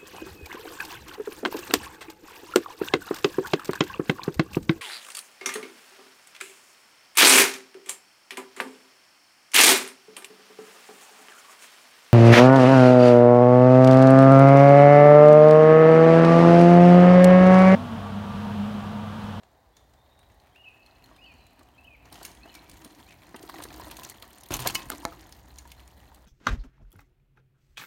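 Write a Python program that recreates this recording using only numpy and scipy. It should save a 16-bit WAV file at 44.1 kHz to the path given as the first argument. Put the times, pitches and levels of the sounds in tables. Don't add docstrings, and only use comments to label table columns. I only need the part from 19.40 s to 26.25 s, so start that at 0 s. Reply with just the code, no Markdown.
import sys
import numpy as np
from scipy import signal
from scipy.fft import rfft, irfft, next_fast_len
from scipy.io import wavfile
from scipy.ndimage import uniform_filter1d

SR = 44100
rng = np.random.default_rng(int(sys.argv[2]) if len(sys.argv) > 2 else 0)


def dump(signal):
    limited = np.clip(np.atleast_2d(signal).T, -1, 1)
    pcm = np.round(limited * 32767).astype(np.int16)
    wavfile.write(sys.argv[1], SR, pcm)


N = 302248
TIME = np.arange(N) / SR

# f/Hz, relative level/dB, t60/s
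WHEEL_MODES = [(312, -8.5, 0.026), (370, -10, 0.012), (719, 3, 0.051), (786, -1, 0.0074), (994, 0, 0.032),
               (1366, -1.5, 0.0048), (1684, -6.5, 0.03), (2200, -10, 0.022), (4150, -0.5, 0.016)]
# f/Hz, relative density/dB
CHAIN_SPECTRUM = [(400, -6), (1200, -1.5), (2400, -2.5), (3050, 2.5), (3600, -0.5), (4300, 1), (5200, -3.5),
                  (6800, -1), (7800, -7), (9100, -1.5), (10400, -10.5), (12500, -6), (15500, -12.5)]
SLAP_T60_S = 0.026


def from_db(db):
    return 10 ** (np.asarray(db) / 20)


def rms_one(x):
    return x / np.sqrt(np.mean(x ** 2) + 1e-20)


def peak_one(x, size=128):
    return x / np.sqrt(uniform_filter1d(x ** 2, size).max())


def in_time(rows):
    t_s, *columns = np.transpose(rows)
    return [np.interp(TIME, t_s, column) for column in columns]


def add(out, t_s, sound):
    i = max(int(t_s * SR), 0)
    out[i:i + len(sound)] += sound[:N - i]


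def drift(knots_per_s):
    knots = rng.standard_normal(int(N / SR * knots_per_s) + 3)
    return rms_one(np.interp(TIME * knots_per_s, np.arange(len(knots)), knots))


def low_pass(x, cut_hz, order=2):
    sos = signal.butter(order, min(cut_hz, .45 * SR), fs=SR, output="sos")
    return signal.sosfilt(sos, x)


def band_pass(x, band_hz, order):
    return signal.sosfilt(signal.butter(order, band_hz, "band", fs=SR, output="sos"), x)


def colour(x, spectrum, tilt_db=0):
    n = 2 * next_fast_len(len(x) // 2 + 512, real=True)
    octave = np.log2(np.maximum(np.arange(n // 2 + 1) * SR / n, 10))
    hz, db = np.transpose(spectrum)
    gain_db = np.interp(octave, np.log2(hz), db)
    gain_db = gain_db + tilt_db * np.clip(octave - np.log2(hz[1]), 0, None)
    cepstrum = irfft(np.log(from_db(gain_db)))
    cepstrum[1:n // 2] *= 2
    cepstrum[n // 2 + 1:] = 0
    return irfft(rfft(x, n) * np.exp(rfft(cepstrum)))[:len(x)]


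def patchy(spectrum, spread_db):
    return [(hz, db + spread_db * rng.standard_normal()) for hz, db in spectrum]


def ring(x, hz, t60_s):
    r = from_db(-60 / (t60_s * SR))
    w = 2 * np.pi * hz / SR
    return signal.lfilter([0, np.sin(w)], [1, -2 * r * np.cos(w), r * r], x + 1e-18)


def struck(x, modes, spread_db):
    total = 0
    for k, (hz, db, t60_s) in enumerate(modes):
        strength = from_db(db + spread_db * rng.standard_normal())
        total = total + (-1) ** k * strength * ring(x, hz, t60_s)
    return total


def burst(t60_s, rise_s, size=16384):
    t = TIME[:size]
    envelope = (1 - np.exp(-t / rise_s)) * from_db(-60 * t / max(t60_s, .002))
    return rng.standard_normal(size) * envelope


def grains(per_s, spread_db):
    sizes = from_db(spread_db * np.minimum(rng.exponential(1, N), 4))
    return (rng.random(N) < per_s / SR) * sizes * rng.choice([-1, 1], N)


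def crackle(per_s, t60_s):
    breaks = np.abs(grains(per_s, spread_db=3.8))
    return rms_one(signal.lfilter([1], [1, -from_db(-60 / (t60_s * SR))], breaks + 1e-18))


def trunks(x, t60_s, cut_hz):
    tail = low_pass(burst(t60_s, rise_s=0.0022, size=SR), cut_hz)
    return signal.fftconvolve(x, tail / np.sqrt(np.sum(tail ** 2)))[:N]


def path():
    # t/s, v/(m/s)
    speed_rows = [(0, 4.6), (2.5, 4.35), (3.2, 4.97), (3.6, 4.9), (3.95, 5.15), (5.42, 5.15), (5.5, 4.25),
                  (5.58, 5.0), (5.72, 5.15), (6.85, 4.3)]
    pass_s, closest_m = 5.19, 0.42
    speed, = in_time(speed_rows)
    rolled_m = np.cumsum(speed) / SR
    along_m = rolled_m - np.interp(pass_s, TIME, rolled_m)
    return rolled_m, np.hypot(closest_m, along_m)


def forest_hush():
    # f/Hz, relative density/dB
    forest_spectrum = [(60, -15), (105, -4), (160, -21.5), (300, -7.5), (450, -8), (750, -1.5),
                       (1050, -8.5), (1400, -16.5), (1900, -14.5), (2600, -27.5), (4000, -20), (5200, -27),
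                       (10500, -32.5), (15000, -29)]
    return from_db(-64) * rms_one(colour(rng.standard_normal(N), forest_spectrum))


def air():
    # t/s, level/dB
    air_rows = [(0, -64.5), (1.4, -62), (2.7, -58.5), (3.9, -61), (4.5, -55), (5.0, -60.5), (5.6, -54),
                (6.3, -57.5), (6.85, -61.5)]
    # t/s, level/dB
    wake_rows = [(5.098, -86), (5.11, -30), (5.14, -33), (5.165, -45.5), (5.32, -47), (5.42, -64),
                 (5.47, -44), (5.53, -69)]
    # f/Hz, relative density/dB
    buffet_spectrum = [(18, -44), (30, -23), (44, -2), (60, 2), (82, -4), (115, -7), (160, -14), (300, -19),
                       (800, -51.5)]
    # f/Hz, relative density/dB
    puff_spectrum = [(18, -42), (30, -14), (40, 9.5), (50, -9), (65, 1), (90, -12.5), (130, -1.5),
                     (175, -17.5), (300, -11.5), (800, -72)]
    gust_rms_db, gust_knots_per_s = 2.0, 6
    (air_db,), (wake_db,) = in_time(air_rows), in_time(wake_rows)
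    gusty_db = air_db + gust_rms_db * drift(gust_knots_per_s)
    breeze = rms_one(colour(rng.standard_normal(N), buffet_spectrum)) * from_db(gusty_db)
    puff = rms_one(colour(rng.standard_normal(N), puff_spectrum)) * from_db(wake_db)
    return breeze + puff


def tyres(rumble_db, hum_db, rolled_m):
    # f/Hz, relative density/dB
    dirt_spectrum = [(110, -4), (170, 6), (300, 3.5), (420, 0), (540, -3), (740, 0.5), (1000, 1.5),
                     (1400, -9), (1900, -2.5), (2500, -15.5), (3200, -21.5), (6000, -26), (16000, -61)]
    knobs_per_m = 62.1
    grit_offset_db, stones_rel_grit_db, hum_offset_db = 2, -6.0, -1.5
    grit = rms_one(colour(grains(per_s=2500, spread_db=3.5), dirt_spectrum))
    stones = 0
    for hz, db, _ in WHEEL_MODES:
        stones = stones + from_db(db) * ring(grains(per_s=25, spread_db=3.0), hz, t60_s=.02)
    stones = rms_one(stones)
    phase = 2 * np.pi * knobs_per_m * rolled_m
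    hum = rms_one(drift(75) * np.sin(phase) + drift(75) * np.cos(phase))
    rumble = (grit + from_db(stones_rel_grit_db) * stones) * from_db(rumble_db + grit_offset_db)
    return rumble + hum * from_db(hum_db + hum_offset_db)


def leaves(crunch_db):
    # f/Hz, relative density/dB
    leaf_spectrum = [(800, -24), (1900, -10), (2500, -5.5), (3100, -1.5), (4300, 2.5), (5300, -3),
                     (7000, 0.5), (7800, -6), (9100, -0.5), (10400, -9), (12500, 0), (15500, -4)]
    leaf_offset_db = 2.5
    edges_hz = np.geomspace(1000, 17000, num=9)
    wide = crackle(per_s=220, t60_s=.008)
    crunch = 0
    for band_hz in zip(edges_hz, edges_hz[1:]):
        envelope = .6 * wide + crackle(per_s=160, t60_s=.008) + .15
        crunch = crunch + band_pass(envelope * rng.standard_normal(N), band_hz, order=2)
    return rms_one(colour(crunch, leaf_spectrum)) * from_db(crunch_db + leaf_offset_db)


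def twigs(rumble_db):
    twig_rel_rumble_db = -3.5
    pitches_hz = np.geomspace(600, 3300, num=16)
    breaks = grains(per_s=750, spread_db=4.0)
    dealt = rng.integers(0, len(pitches_hz), N)
    cracks = sum(ring(breaks * (dealt == k), hz, t60_s=.006) for k, hz in enumerate(pitches_hz))
    return rms_one(np.diff(cracks, prepend=0)) * from_db(rumble_db + twig_rel_rumble_db)


def freewheel(rolled_m, distance_m):
    ticks_per_m, level_at_1m_db = 7.4, -49
    out = np.zeros(N)
    teeth = ticks_per_m * (rolled_m - np.interp(4.9825, TIME, rolled_m))
    for i in np.flatnonzero(np.diff(np.floor(teeth))):
        contact = burst(t60_s=0.015, rise_s=0.0042, size=1024)
        tick = peak_one(colour(contact, patchy(CHAIN_SPECTRUM, spread_db=5.5), tilt_db=7.5))
        t_s = i / SR - .001 + 0.0004 * rng.standard_normal()
        gain = from_db(level_at_1m_db + 1.3 * rng.standard_normal()) / distance_m[i]
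        add(out, t_s, tick * gain)
    return out


def rattles(crunch_db):
    slots_per_s, rel_crunch_db, spread_db = 6.5, 8, 2.5
    out = np.zeros(N)
    for slot_s in np.arange(0, TIME[-1], 1 / slots_per_s):
        t_s = min(slot_s + rng.random() / slots_per_s, TIME[-1])
        contact = burst(SLAP_T60_S, rise_s=.0009, size=2048)
        clash = peak_one(colour(contact, patchy(CHAIN_SPECTRUM, spread_db=3.0), tilt_db=0.0))
        level_db = np.interp(t_s, TIME, crunch_db) + rel_crunch_db + spread_db * rng.standard_normal()
        add(out, t_s, clash * from_db(level_db))
    return out


def chain():
    # t/s, clash level/dB, brightness/(dB/octave)
    slap_rows = [(0.0326, -52.5, -7.5), (0.3672, -53, 0), (.536, -61, -1), (.79, -59.5, -1),
                 (.999, -59, -1.5), (1.461, -62, 2), (1.6403, -57, 4), (1.763, -56.5, -2.5),
                 (2.0665, -57, 0), (2.192, -55.5, -1), (2.655, -54.5, -3), (2.7254, -43, 4),
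                 (2.7554, -46.5, -3.5), (2.8297, -42, 5), (2.85, -34, 1.5), (2.862, -45, 7),
                 (3.1505, -42.5, 1.5), (3.2958, -46.5, 4), (3.4462, -42.5, 2.5), (3.9613, -42.5, 2.5),
                 (4.028, -47, 3), (4.0968, -44, 4), (4.2227, -41, 1), (4.2366, -36, 8), (4.5115, -39, 1),
                 (4.5678, -40.5, 3), (4.6334, -40, 2), (4.697, -37, 3.5), (4.8233, -40, 0.5),
                 (5.1079, -40, 4), (5.12, -34, -1), (5.1388, -23, 3.5), (5.1661, -34.5, 4),
                 (5.1914, -34.5, -2), (5.2017, -32, 6), (5.222, -36, -0.5), (5.2503, -42, -6),
                 (5.261, -30, -6), (5.2722, -19, 2), (5.286, -33, 0), (5.298, -33, -1), (5.305, -36.5, 0),
                 (5.3474, -27, 5), (5.351, -24, 3.5), (5.358, -33.5, 0.5), (5.392, -43, 1),
                 (5.419, -42.5, -6), (5.5171, -37, -2), (5.9238, -44, 2.5), (6.1848, -40.5, 5.5),
                 (6.317, -43, 2), (6.7454, -51, 4)]
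    # f/Hz, relative level/dB, t60/s
    metal_modes = [(1700, 4, 0.057), (2156, 1, 0.069), (2810, 6, 0.028), (3320, -7, 0.065), (3730, 3, .045),
                   (3930, -3, .07), (4370, 4, 0.074), (4490, -1, 0.057), (5320, -11, 0.047),
                   (6150, -13, .06), (7200, -14, .04), (9000, -11, .035)]
    rebound_s, rebound_loss_db = .014, 20
    ring_rel_clash_db, ring_db_per_tilt = -16.5, 0.53
    lead_samples = 400
    out = np.zeros(N)
    for t_s, level_db, tilt_db in slap_rows:
        jiggle = burst(t60_s=0.077, rise_s=0.0036)
        links = peak_one(burst(SLAP_T60_S, rise_s=0.00061)) + from_db(-14.5) * jiggle
        for k in (1, 2):
            rebound = peak_one(burst(SLAP_T60_S, rise_s=.0009, size=2048))
            delay_s = k * rebound_s * rng.uniform(.9, 1.1)
            add(links, delay_s, from_db(-rebound_loss_db) * rebound)
        gathering = from_db(-13.0) * burst(t60_s=0.039, rise_s=.0001, size=lead_samples)[::-1]
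        links = np.concatenate([gathering, links])
        clash = peak_one(colour(links, patchy(CHAIN_SPECTRUM, spread_db=3.0), tilt_db))
        ringing = peak_one(struck(links, metal_modes, spread_db=4.5))
        ring_gain = from_db(ring_rel_clash_db + ring_db_per_tilt * tilt_db)
        add(out, t_s - lead_samples / SR, from_db(level_db) * (clash + ring_gain * ringing))
    return out


def whistle(phrase, tremble, flutter_db):
    t_s, hz, db = np.transpose(phrase)
    t = np.arange(t_s[0], max(t_s[-1], t_s[0] + .01), 1 / SR)
    shake, flutter = (np.interp((t - t_s[0]) * rate, np.arange(128), rng.standard_normal(128))
                      for rate in (300, 130))
    edges = np.clip(np.minimum(t - t[0], t[-1] - t) / .004, 0, 1)
    phase = 2 * np.pi * np.cumsum(np.interp(t, t_s, hz) * (1 + tremble * shake)) / SR
    level = from_db(np.interp(t, t_s, db) + flutter_db * flutter)
    return edges * level * np.sqrt(2) * np.sin(phase)


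def bird():
    # t/s, f/Hz, level/dB
    song_calls = [
        [(1.147, 2120, -65), (1.161, 2655, -58), (1.177, 2834, -58), (1.205, 2870, -58), (1.236, 2790, -63),
         (1.247, 2960, -48), (1.257, 2585, -55), (1.284, 2584, -46), (1.294, 2520, -57), (1.32, 2370, -64)],
        [(1.779, 2150, -67), (1.792, 2530, -59), (1.81, 2627, -59), (1.821, 2840, -60), (1.848, 2930, -54),
         (1.858, 3200, -56), (1.865, 2634, -53), (1.892, 2520, -59), (1.921, 2413, -54.5), (1.932, 2320, -63)],
        [(2.374, 2150, -74), (2.382, 2600, -55.5), (2.412, 2650, -61.5), (2.432, 2680, -74),
         (2.451, 2910, -55.5), (2.463, 3200, -64), (2.473, 2634, -55), (2.483, 2590, -48.5), (2.495, 2520, -64),
         (2.545, 2426, -52), (2.559, 2120, -57)],
        [(3.007, 2356, -68), (3.04, 2630, -53), (3.053, 2680, -75), (3.075, 2950, -62), (3.099, 3080, -60),
         (3.11, 2680, -60), (3.135, 2450, -63), (3.16, 2320, -52), (3.182, 2230, -59)],
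        [(3.658, 2205, -67), (3.685, 2450, -62), (3.708, 2710, -65), (3.72, 2350, -67), (3.76, 2090, -70)],
    ]
    # t/s, length/s, start f/Hz, end f/Hz, level/dB
    far_notes = [(0.331, 0.06, 3410, 3640, -70), (0.568, .07, 3520, 3850, -77),
                 (0.691, 0.0507, 3640, 3900, -68), (.755, 0.068, 3620, 3940, -69.5),
                 (1.696, .13, 5170, 4840, -79), (1.833, 0.1, 4620, 4250, -72),
                 (1.947, .12, 4180, 3950, -73)]
    lead_s, lead_length_s, lead_hz, lead_top_hz, lead_db = 0.0333, .025, 3020, 3260, -71.5
    near_direct_db, near_scatter_db, near_echo_db = -.5, -17, -5.5
    far_direct_db, far_scatter_db, far_echo_db = -6, -7, -5.5
    near, far = np.zeros(N), np.zeros(N)
    for call in song_calls:
        t_s = call[0][0] - lead_s
        lead_in = [(t_s, lead_hz, lead_db), (t_s + lead_length_s, lead_top_hz, lead_db)]
        for phrase in (lead_in, call):
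            add(near, phrase[0][0], whistle(phrase, tremble=.015, flutter_db=2.5))
    for t_s, length_s, from_hz, to_hz, db in far_notes:
        glide = [(t_s, from_hz, db), (t_s + length_s, to_hz, db)]
        add(far, t_s, whistle(glide, tremble=.016, flutter_db=5.5))
    direct = from_db(near_direct_db) * near + from_db(far_direct_db) * far
    to_scatter = from_db(near_scatter_db) * near + from_db(far_scatter_db) * far
    to_echo = from_db(near_echo_db) * near + from_db(far_echo_db) * far
    scattered = trunks(to_scatter, t60_s=0.21, cut_hz=15000)
    return direct + scattered + trunks(to_echo, t60_s=1.4, cut_hz=18400)


def snaps():
    # t/s, peak level/dB, centre f/Hz, t60/s
    snap_rows = [(.83, -60, 1900, .03), (.899, -60, 1900, .03), (1.07, -60, 1950, .03),
                 (1.16, -55, 1750, 0.017), (1.9387, -61, 7000, .02), (2.231, -59, 7000, .02),
                 (2.4426, -61.5, 13000, .03), (2.742, -49, 6000, .02), (2.916, -50, 6000, .015),
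                 (2.95, -51, 4500, .015), (3.141, -50, 5500, .015), (3.314, -48.5, 4500, .025),
                 (3.708, -47.5, 2600, 0.018), (3.722, -49, 1800, 0.014), (3.9938, -50, 5030, .012),
                 (4.077, -49, 4000, .015), (4.184, -44, 1800, .012), (4.2862, -47.5, 4000, .015),
                 (4.3044, -44, 2000, .012), (4.341, -45, 5000, .015), (4.4099, -47, 8000, .012),
                 (4.5967, -40.5, 3520, 0.0069), (4.646, -47, 3500, .02), (4.649, -35.5, 5700, 0.012),
                 (4.69, -45, 7000, .015), (5.4977, -42, 11050, 0.01), (5.501, -33, 2000, 0.0048),
                 (5.524, -41, 4000, .015), (5.5495, -43.5, 4000, .008), (5.581, -43.5, 6550, 0.017),
                 (5.6187, -50, 3500, .012), (5.795, -51, 4000, .012), (5.809, -51, 7000, .012),
                 (6.1587, -53, 6000, .015), (6.2756, -50.5, 9000, .012), (6.303, -55, 4000, .025),
                 (6.477, -50, 8000, .012)]
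    below_db, above_db = -16, -19.5
    out = np.zeros(N)
    for t_s, level_db, hz, t60_s in snap_rows:
        hump = [(hz / 4, below_db), (hz / 2, .5 * below_db), (hz, 0),
                (hz * 2, .5 * above_db), (hz * 4, above_db)]
        crack = colour(burst(t60_s, rise_s=.0001, size=4096), patchy(hump, spread_db=2.5))
        add(out, t_s, from_db(level_db) * peak_one(crack))
    return out


def pings():
    # t/s, peak level/dB
    ping_rows = [(1.431, -62), (1.462, -54), (1.511, -56), (1.562, -59.5), (1.641, -53), (3.033, -51.5),
                 (3.098, -53), (3.151, -50), (3.192, -51.5)]
    disc_hz, disc_t60_s = 4280, 0.023
    ting_s, ting_db, ting_hz, ting_t60_s = 2.852, -49, 10050, 0.1
    out = np.zeros(N)
    for t_s, level_db in ping_rows:
        brush = burst(t60_s=0.0042, rise_s=0.0006)
        ping = ring(brush, disc_hz * (1 + .02 * rng.standard_normal()), disc_t60_s)
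        add(out, t_s, from_db(level_db) * peak_one(ping))
    ting = ring(signal.unit_impulse(SR), ting_hz, ting_t60_s)
    add(out, ting_s, from_db(ting_db) * peak_one(ting))
    return out


def knocks():
    # t/s, peak level/dB, contact cut-off f/Hz, contact t60/s, hollow note f/Hz
    knock_rows = [(1.712, -49.5, 1100, 0.046, 1050), (2.209, -52.5, 1210, .037, 1100),
                  (2.715, -48, 1310, 0.3, 760), (2.813, -44, 1300, 0.072, 780),
                  (3.055, -46, 1000, 0.035, 700), (3.454, -44, 476, .056, 288),
                  (3.943, -37, 1200, 0.049, 320), (4.035, -41, 597, 0.031, 310),
                  (4.09, -43, 1500, .02, 795), (4.095, -35.5, 2380, 0.034, 1020),
                  (4.141, -40, 1900, 0.025, 795), (4.157, -44, 2000, 0.018, 1890),
                  (4.186, -41, 1400, 0.053, 350), (4.201, -40, 1400, 0.045, 1120),
                  (4.22, -42.5, 1200, 0.028, 724), (4.253, -38, 1190, 0.033, 337),
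                  (4.307, -47, 1600, 0.017, 1300), (4.318, -45, 1200, 0.027, 735),
                  (4.342, -47, 1300, 0.019, 1000), (4.381, -46, 800, .04, 370),
                  (4.397, -39, 1190, 0.042, 990), (4.418, -42.5, 1300, .04, 980),
                  (4.468, -42, 1800, 0.067, 740), (4.519, -46.5, 1490, 0.059, 910),
                  (4.586, -44.5, 1390, 0.09, 1040), (4.619, -43, 1400, 0.027, 1020),
                  (4.717, -48, 2300, .03, 2000), (4.83, -48, 1500, 0.19, 1100),
                  (5.106, -30, 1400, 0.028, 336), (5.123, -38.5, 2207, 0.12, 640),
                  (5.191, -38.5, 1823, .048, 960), (5.2508, -35, 1508, 0.06, 990),
                  (5.297, -38.5, 1400, .08, 1000), (5.34, -45, 1800, .03, 1160),
                  (5.517, -36, 2290, .04, 1200), (5.534, -39.5, 1800, 0.037, 700),
                  (5.631, -44, 1200, .02, 950), (5.722, -44, 1400, 0.04, 1250),
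                  (6.252, -48.5, 1200, .04, 960), (6.717, -52, 1500, .05, 895)]
    # f/Hz, relative density/dB
    thud_spectrum = [(70, -25), (220, -9.5), (320, 9.5), (490, -7), (760, 2), (1020, 3), (1400, -2),
                     (1800, 2), (2500, -8.5), (5000, 6), (16000, -74)]
    hollow_rel_thud_db, hollow_t60_s, wheel_rel_thud_db = -1.5, 0.026, -9.5
    shift_spread = 0.078
    out = np.zeros(N)
    for t_s, level_db, cut_hz, contact_t60_s, note_hz in knock_rows:
        push = low_pass(burst(contact_t60_s, rise_s=0.00038), cut_hz)
        note = peak_one(ring(np.diff(push, prepend=0), note_hz, hollow_t60_s))
        shift = np.exp(shift_spread * rng.standard_normal())
        tyre = patchy([(hz * shift, db) for hz, db in thud_spectrum], spread_db=2.0)
        thud = peak_one(colour(push, tyre))
        wheel = peak_one(struck(push, WHEEL_MODES, spread_db=9.0))
        knock = thud + from_db(hollow_rel_thud_db) * note + from_db(wheel_rel_thud_db) * wheel
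        add(out, t_s, from_db(level_db) * peak_one(knock))
    return out


def slide(t_s, length_s):
    attack_s, release_s = .012, 0.022
    rise = (TIME - t_s) / attack_s
    fall = 1 - (TIME - t_s - length_s) / release_s
    return np.clip(np.minimum(rise, fall), 0, 1)


def skids():
    # t/s, length/s, extra crunch/dB, scrape level/dB
    skid_rows = [(2.712, 0.19, 5.5, -57), (5.106, 0.056, 9, -36), (5.187, 0.117, -1, -41.5)]
    # f/Hz, relative density/dB
    scrape_spectrum = [(60, -14), (130, 4), (400, 2.5), (580, -2), (1000, 4), (1600, -7.5), (2200, -7.5),
                       (3000, -1), (4500, -11.5), (6000, -10), (15000, -20)]
    extra_db = sum(crunch_db * slide(t_s, length_s) for t_s, length_s, crunch_db, _ in skid_rows)
    drag = sum(from_db(db) * slide(t_s, length_s) for t_s, length_s, _, db in skid_rows)
    scrape = rms_one(colour(grains(per_s=2200, spread_db=4.0), scrape_spectrum))
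    return extra_db, drag * scrape


def boom():
    out = np.zeros(N)
    tone = ring(signal.unit_impulse(SR), hz=126.4, t60_s=0.44)
    add(out, 5.194, from_db(-33.5) * tone)
    return out


def clunk():
    # f/Hz, peak level/dB, t60/s
    clunk_modes = [(750, -31.5, .05), (914, -32.5, 0.05), (1020, -30.5, .05), (1310, -46, 0.031),
                   (1720, -37, .025)]
    out = np.zeros(N)
    load = burst(t60_s=0.043, rise_s=.012)
    add(out, 5.256, sum(from_db(db) * peak_one(ring(load, hz, t60_s)) for hz, db, t60_s in clunk_modes))
    return out


def clang():
    # f/Hz, peak level/dB, t60/s
    frame_modes = [(1065, -41.5, 0.27), (1685, -53, 0.18), (2190, -29.5, 0.038), (2585, -41, 0.22),
                   (2970, -25.5, 0.046), (4670, -36, 0.039), (5000, -42, .1), (5880, -37.5, 0.062),
                   (8140, -35, .03)]
    out = np.zeros(N)
    blow = burst(t60_s=0.0018, rise_s=0.00033)
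    add(out, 5.354, sum(from_db(db) * peak_one(ring(blow, hz, t60_s)) for hz, db, t60_s in frame_modes))
    return out


def pebbles():
    # t/s, thump gain/dB, thump f/Hz, thump t60/s, crack peak level/dB, crack f/Hz, rim gain/dB
    pebble_rows = [(5.5018, -21.5, 1420, 0.0096, -24.5, 10600, -42.5),
                   (5.6520, -9, 1040, 0.0044, -25.5, 3800, -35)]
    # f/Hz, relative level/dB, t60/s
    rim_modes = [(335, 5.5, 0.026), (498, -8, 0.21), (680, -0.5, 0.19), (832, 4, 0.085),
                 (1310, -4.5, 0.064), (1750, 1, 0.042), (2150, 1, 0.028)]
    out = np.zeros(N)
    release = signal.unit_impulse(2 ** 14)
    rim = struck(release, rim_modes, spread_db=0)
    for t_s, thump_db, thump_hz, thump_t60_s, crack_db, crack_hz, rim_db in pebble_rows:
        thump = ring(release, thump_hz, thump_t60_s)
        grit = burst(t60_s=0.0038, rise_s=.0001)
        band_hz = np.clip([.65 * crack_hz, 1.4 * crack_hz], 100, .45 * SR)
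        crack = peak_one(band_pass(grit, band_hz, order=1))
        add(out, t_s, from_db(crack_db) * crack - from_db(thump_db) * thump - from_db(rim_db) * rim)
    return out


def drone():
    # t/s, RMS level/dB
    drone_rows = [(5.9, -70), (6.15, -51.5), (6.5, -59), (6.85, -62)]
    fade_in_s = .3
    level_db, = in_time(drone_rows)
    swell = np.clip(1 + (TIME - drone_rows[0][0]) / fade_in_s, 0, 1)
    hz = 63 + 1.5 * drift(4.6)
    return swell * from_db(level_db) * np.sqrt(2) * np.sin(2 * np.pi * np.cumsum(hz) / SR)


def scene():
    # t/s, rumble/dB, leaf crunch/dB, tread hum/dB
    ride_rows = [(0.0, -66.5, -81, -70), (1.07, -65, -75.5, -88), (1.62, -58.5, -69.5, -63.5),
                 (2.63, -68.5, -82, -65.5), (2.67, -59, -68.5, -63), (2.88, -57, -70, -62),
                 (3.43, -58, -61.5, -52), (3.83, -59, -64.5, -64), (3.89, -59, -66.5, -54),
                 (4.18, -56, -59, -53.5), (4.43, -52.5, -55.5, -47.5), (4.65, -54.5, -57.5, -60),
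                 (4.77, -59.5, -66, -71), (5.07, -63.5, -66.5, -83), (5.11, -58.5, -60, -56),
                 (5.3, -51, -56.5, -51), (5.46, -50, -58, -57), (5.53, -54, -60, -47.5),
                 (5.75, -58.5, -65.5, -53.5), (5.93, -60.5, -65.5, -59), (6.3, -61, -68.5, -66),
                 (6.77, -64.5, -70, -69), (6.85, -67, -72, -78)]
    bump_rms_db, bump_knots_per_s = 2.15, 45
    ground_loss_db_per_m = 0.5
    echo_at_1m_db, echo_db_per_doubling = -24.5, 3.5
    skid_grit_share = 0.5
    rumble_db, crunch_db, hum_db = in_time(ride_rows)
    rolled_m, distance_m = path()
    background = forest_hush() + air() + bird() + drone()

    skid_db, scrape = skids()
    rolling = tyres(rumble_db + skid_grit_share * skid_db, hum_db, rolled_m)
    rolling = rolling + leaves(crunch_db + skid_db) + twigs(rumble_db)
    bumps_db = bump_rms_db * drift(bump_knots_per_s)
    rolling = rolling * from_db(bumps_db - ground_loss_db_per_m * distance_m)

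    drivetrain = freewheel(rolled_m, distance_m) + rattles(crunch_db) + chain()
    impacts = snaps() + pings() + knocks() + boom() + clunk() + clang() + pebbles()
    bike = rolling + scrape + drivetrain + impacts
    echo_db = echo_at_1m_db + echo_db_per_doubling * np.log2(distance_m)
    echoes = trunks(bike * from_db(echo_db), t60_s=0.51, cut_hz=12300)
    return (bike + echoes + background)[None]


def record(dry):
    thinned = signal.sosfilt(signal.butter(6, 38, "high", fs=SR, output="sos"), dry)
    return signal.sosfilt(signal.ellip(10, .1, 80, 16100, fs=SR, output="sos"), thinned)


dry = scene()
out = record(dry)
dump(out)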